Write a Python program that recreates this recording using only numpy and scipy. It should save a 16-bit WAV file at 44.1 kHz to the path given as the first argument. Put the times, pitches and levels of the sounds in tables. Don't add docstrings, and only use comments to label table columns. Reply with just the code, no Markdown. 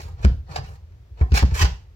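import sys
import numpy as np
from scipy import signal
from scipy.fft import rfft, irfft
from scipy.io import wavfile

SR = 44100
rng = np.random.default_rng(int(sys.argv[2]) if len(sys.argv) > 2 else 0)


def wrap_up_sound(samples):
    columns = np.atleast_2d(samples).T
    tamed = np.clip(columns, -1, 1)
    steps = np.round(tamed * 32767).astype(np.int16)
    wavfile.write(sys.argv[1], SR, steps)


N = 85995
T = np.arange(N) / SR
FREQS = np.maximum(np.fft.rfftfreq(2 * N, 1 / SR), 1)

# time_s, rasp_db, grind_db, hiss_db
STROKE_LEVELS = [
    [(0, -40.5, -43, -57), (.026, -64, -47.5, -52.5), (.042, -54, -55, -64.5), (.085, -47, -56.5, -62.5),
     (.125, -63.5, -62.5, -73.5), (.165, -68.5, -71.5, -93), (.18, -53, -59.5, -94.5), (.22, -47, -54, -60),
     (.245, -38, -33, -70)],
    [(.475, -56, -55.5, -80), (.495, -44, -55.5, -65), (.51, -46, -47.5, -64), (.555, -37, -44.5, -60),
     (.564, -32, -36, -57), (.587, -36, -41, -60), (.606, -74, -74, -75), (.648, -63, -48, -66.5),
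     (.7, -51.5, -63.5, -66), (.755, -56, -59, -65), (.785, -86, -75, -96)],
    [(1.18, -51.5, -55.5, -88), (1.2, -52.5, -52, -80), (1.214, -27, -47, -68), (1.228, -47, -60, -88),
     (1.255, -95, -68.5, -81), (1.305, -71, -66, -86)],
    [(1.336, -38, -31.5, -60), (1.343, -30, -29, -40.5), (1.364, -40, -21, -36.5), (1.371, -30, -24, -37.5),
     (1.386, -36, -25.5, -37.5), (1.4, -44, -32.5, -55), (1.424, -50, -37.5, -65.5)],
    [(1.516, -42.5, -41, -71), (1.535, -47, -52, -59), (1.539, -38, -33.5, -45.5),
     (1.567, -34, -31.5, -40.5), (1.585, -58, -33.5, -41), (1.591, -45, -23.5, -39),
     (1.601, -26.5, -26.5, -38.5), (1.613, -31, -18.5, -38), (1.633, -32, -25, -39),
     (1.648, -30.5, -27, -47), (1.672, -54, -48, -67)],
]
# low_hz, low_gain_db, high_hz, high_gain_db (negative dips)
STROKE_TONE_BANDS = [(740, 2.5, 3700, 3.5), (740, 3, 4230, 3), (740, 2.5, 5600, -3.5),
                     (804, 7.5, 4420, 3.5), (966, 4.5, 3300, 2)]
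# frequency_hz, gain_db
PAINT_COLOUR = [(60, -13), (150, 5), (200, -3.5), (280, -14), (420, 3.5), (600, -4.5), (800, 3.5),
                (1050, -2.5), (2000, -0.5), (2900, -2), (3500, -8), (4200, -3.5), (5400, -6), (6300, -9),
                (7400, -14.5), (8600, -20.5), (10500, -26.5), (13000, -22.5), (15500, -25)]
# start_s, level_db, length_s, upper_edge_hz
CHIP_SNAPS = [(0.2482, -22, 0.0021, 13000), (0.2485, -17.5, 0.0041, 380), (0.5591, -28.5, 0.0066, 9800),
              (0.921, -59.5, 0.0019, 5100), (1.2107, -28.5, 0.0054, 960), (1.3191, -33.5, .005, 4970),
              (1.4277, -20, 0.0084, 700)]
# start_s, level_db, starting_pitch_hz, length_s
BLADE_SQUEAKS = [(.558, -28, 790, 0.011), (0.554, -38.5, 4815, 0.015), (0.673, -54, 2990, 0.016),
                 (1.585, -32.5, 1020, 0.015), (1.6, -28, 1060, 0.0091), (1.606, -28, 3080, 0.016),
                 (1.615, -29.5, 1030, .013)]
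# pitch_hz, relative_level_db
GLASS_PARTIALS = [(425, -6.5), (730, -8.5), (778, -11.5), (967, -6), (1027, 3.5), (1538, -7), (1784, 15.5),
                  (2531, -12.5), (2935, -2.5), (3191, 6), (4077, -1.5), (4869, 9.5)]
# frequency_hz, gain_db
ROOM_COLOUR = [(100, 18), (400, 1.5), (1200, -2.5), (5200, -2), (7500, -3.5), (9500, -13), (16000, -4)]
# start_s, level_db (before the swell), settled_pitch_hz, direction (1 in, -1 out)
PANE_THUMPS = [(0.2, -13, 60.5, 1), (0.246, 10, 62.7, -1), (.343, -12.5, 68.8, 1), (0.491, -25, 139, -1),
               (0.586, -19.5, 125, -1), (1.211, 4, 64.8, -1), (1.3206, 7, 55.4, -1), (1.4248, 7.5, 62, -1),
               (1.5195, -0.5, 61, -1), (1.612, -0.5, 64.5, -1), (1.627, 6, 58.6, 1)]
# pitch_hz, level_db (relative to the thump), t60_s
BENDING_MODES = [(120.8, -19, 0.14), (197, -40.5, 0.081), (280, -35.5, 0.09), (368.4, -37, 0.052)]
# time_s, level_db
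TREMBLE_LEVEL = [(0, -34.5), (.17, -37.5), (.3, -23), (.45, -37.5), (.62, -35.5), (.85, -42), (1.15, -39.5),
                 (1.3, -28), (1.72, -29.5), (1.82, -45), (1.95, -45)]
# frequency_hz, gain_db
TREMBLE_TONE = [(20, -40), (42, -6), (60, -0.5), (85, 0), (110, -10.5), (160, -26), (300, -58),
                (900, -70.5)]
# frequency_hz, gain_db
BACKGROUND_COLOUR = [(100, 0), (220, -2.5), (400, 3), (800, -5), (1500, -8.5), (3000, -13), (6000, -17.5),
                     (10000, -32), (12500, -23.5), (16000, -31)]

RASP_DB, GRIND_DB, HISS_DB = 2.5, -0.5, 1
RASP_TOP_HZ, GRIND_TOP_HZ = 1200, 8400
ATTACK_S, RELEASE_S = 0.0085, 0.013
CRACKS_PER_S, CRACK_SPREAD_DB = 3500, 6
JUDDER_POINTS_PER_S, JUDDER_DB = 200, 2.5
TONE_BAND_OCTAVES = 0.24
SNAP_FALL_S = 0.0012
SQUEAK_SAG_OCTAVES_PER_S = 5.8
SQUEAK_WOBBLE, WOBBLE_POINTS_PER_S = 0.0243, 600
SUDDEN_RING_DB, SUDDEN_LAG_S = -2, 0.00026
DIRECT_DB, GLASS_DB, SASH_DB, ROOM_DB = -11.5, -14, -1, -7.5
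GLASS_T60_S, SASH_T60_S, ROOM_T60_S = 0.17, 0.04, 0.32
SHIFTS_PER_S = 6
PAN_DB = -1.5
THUMP_RISE_S, THUMP_FALL_S = 0.0072, 0.017
STIFFEN_HZ, STIFFEN_S = 39.7, 0.01068
BACKGROUND_DB = -62.5
PORT_LAG_S, THUMP_LAG_S, ALIKE_BELOW_HZ = 0.000319, 0.00052, 530
CLIP_LEVEL, CLIP_HARDNESS = 0.42, 21.3
TOP_HZ = 15900


def scraping():
    low, mid = below(RASP_TOP_HZ), below(GRIND_TOP_HZ)
    bands = [low, mid * np.sqrt(1 - low ** 2), np.sqrt(1 - mid ** 2)]
    trims = (RASP_DB, GRIND_DB, HISS_DB)
    grit = cracks()
    out = 0
    for stroke, (low_hz, low_db, high_hz, high_db) in zip(STROKE_LEVELS, STROKE_TONE_BANDS):
        times, *levels = np.array(stroke).T
        early = np.maximum(times[0] - T, 0)
        late = np.maximum(T - times[-1], 0)
        contact = np.exp(-early / ATTACK_S - late / RELEASE_S)
        tilt_db = low_db * tone_band(low_hz) + high_db * tone_band(high_hz)
        tone = colour(PAINT_COLOUR) * undb(tilt_db)
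        for band, level, trim in zip(bands, levels, trims):
            gain = undb(np.interp(T, times, level) + trim)
            out = out + contact * gain * unit(shape(grit, tone * band))
    return out


def cracks():
    hits = rng.random(N) < CRACKS_PER_S / SR
    signs = rng.choice([-1, 1], N)
    sizes = undb(CRACK_SPREAD_DB * np.clip(rng.standard_normal(N), -2, 2))
    judder = wander(JUDDER_POINTS_PER_S)
    return unit(hits * signs * sizes * undb(JUDDER_DB * judder))


def tone_band(hz):
    return np.exp(-(np.log2(FREQS / hz) / TONE_BAND_OCTAVES) ** 2)


def snaps():
    noise = rng.standard_normal(N)
    out = 0
    for start, db, length, top_hz in CHIP_SNAPS:
        grit = unit(shape(noise, colour(PAINT_COLOUR) * below(top_hz, order=2)))
        fall = np.exp(-np.maximum(T - start - length, 0) / SNAP_FALL_S)
        out = out + undb(db) * grit * (T >= start) * fall
    return out


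def squeaks():
    wobble = wander(WOBBLE_POINTS_PER_S)
    out = 0
    for start, db, hz, length in BLADE_SQUEAKS:
        age = np.clip(T - start, 0, length)
        sag = 2 ** (-SQUEAK_SAG_OCTAVES_PER_S * age)
        pitch = hz * sag * (1 + SQUEAK_WOBBLE * wobble)
        swell = np.sin(np.pi * age / length)
        tone = np.sqrt(2) * np.sin(2 * np.pi * np.cumsum(pitch) / SR)
        out = out + undb(db) * swell * tone
    return out


def flexing():
    tremble = unit(shape(rng.standard_normal(N), colour(TREMBLE_TONE)))
    out = undb(np.interp(T, *np.array(TREMBLE_LEVEL).T)) * tremble
    for start, db, hz, direction in PANE_THUMPS:
        age = np.maximum(T - start, 0)
        turns = hz * age + STIFFEN_HZ * STIFFEN_S * (1 - np.exp(-age / STIFFEN_S))
        swell = (1 - np.exp(-age / THUMP_RISE_S)) ** 2 * np.exp(-age / THUMP_FALL_S)
        thump = swell * np.sin(2 * np.pi * turns)
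        for mode_hz, mode_db, t60 in BENDING_MODES:
            thump = thump + undb(mode_db) * fade(t60, age) * np.sin(2 * np.pi * mode_hz * age)
        out = out + np.sign(direction) * undb(db) * thump
    return two_ports(out, THUMP_LAG_S)


def window(drive, count=3):
    out = undb(DIRECT_DB) * two_ports(drive)
    out = out + through(drive, two_ports(glass_ring()), GLASS_DB)
    out = out + through(drive, room_tail(), ROOM_DB)
    for k in range(count):
        share = np.sqrt(2 / count) * np.cos(np.pi * (SHIFTS_PER_S * T + k / count))
        out = out + through(drive * share, diffuse() * fade(SASH_T60_S), SASH_DB)
    return out * undb(np.array([[PAN_DB], [-PAN_DB]]) / 2)


def glass_ring():
    partials = [undb(db) * np.sin(2 * np.pi * (hz * T + rng.random())) for hz, db in GLASS_PARTIALS]
    return sum(partials) * fade(GLASS_T60_S)


def room_tail():
    return shape(diffuse(), colour(ROOM_COLOUR)) * fade(ROOM_T60_S)


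def background():
    return undb(BACKGROUND_DB) * unit(shape(diffuse(), colour(BACKGROUND_COLOUR)))


def through(x, ring, db):
    return undb(db) * shape(x, rfft(unit(ring) / np.sqrt(N), 2 * N))


def diffuse():
    alike = below(ALIKE_BELOW_HZ, order=1)
    shared = shape(two_ports(rng.standard_normal(N)), alike)
    separate = shape(rng.standard_normal((2, N)), np.sqrt(1 - alike ** 2))
    return shared + separate


def two_ports(x, lag=PORT_LAG_S):
    return np.array([x, shape(x, np.exp(-2j * np.pi * FREQS * lag))])


def wander(points_per_s):
    return np.interp(T * points_per_s, np.arange(N), rng.standard_normal(N))


def fade(t60, age=T):
    return np.exp(-np.log(1000) * age / t60)


def undb(db):
    return 10 ** (np.asarray(db) / 20)


def unit(x):
    return x / np.sqrt(np.mean(x ** 2))


def shape(x, gain):
    return irfft(rfft(x, 2 * N) * gain)[..., :N]


def colour(points):
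    hz, db = np.array(points).T
    return undb(np.interp(np.log(FREQS), np.log(hz), db))


def below(hz, order=6):
    return 1 / np.sqrt(1 + (FREQS / hz) ** (2 * order))


def scene():
    sudden = snaps() + squeaks()
    blade = two_ports(sudden, SUDDEN_LAG_S)
    ringing = window(scraping() + undb(SUDDEN_RING_DB) * sudden)
    return blade + ringing + flexing() + background()


def record(dry):
    drive = abs(dry / CLIP_LEVEL) ** CLIP_HARDNESS
    clipped = dry / (5.5 + drive) ** (1 / CLIP_HARDNESS)
    treble_cut = signal.ellip(10, 0.2, 80, TOP_HZ, fs=SR, output="sos")
    return signal.sosfilt(treble_cut, clipped)


dry = scene()
out = record(dry)
wrap_up_sound(out)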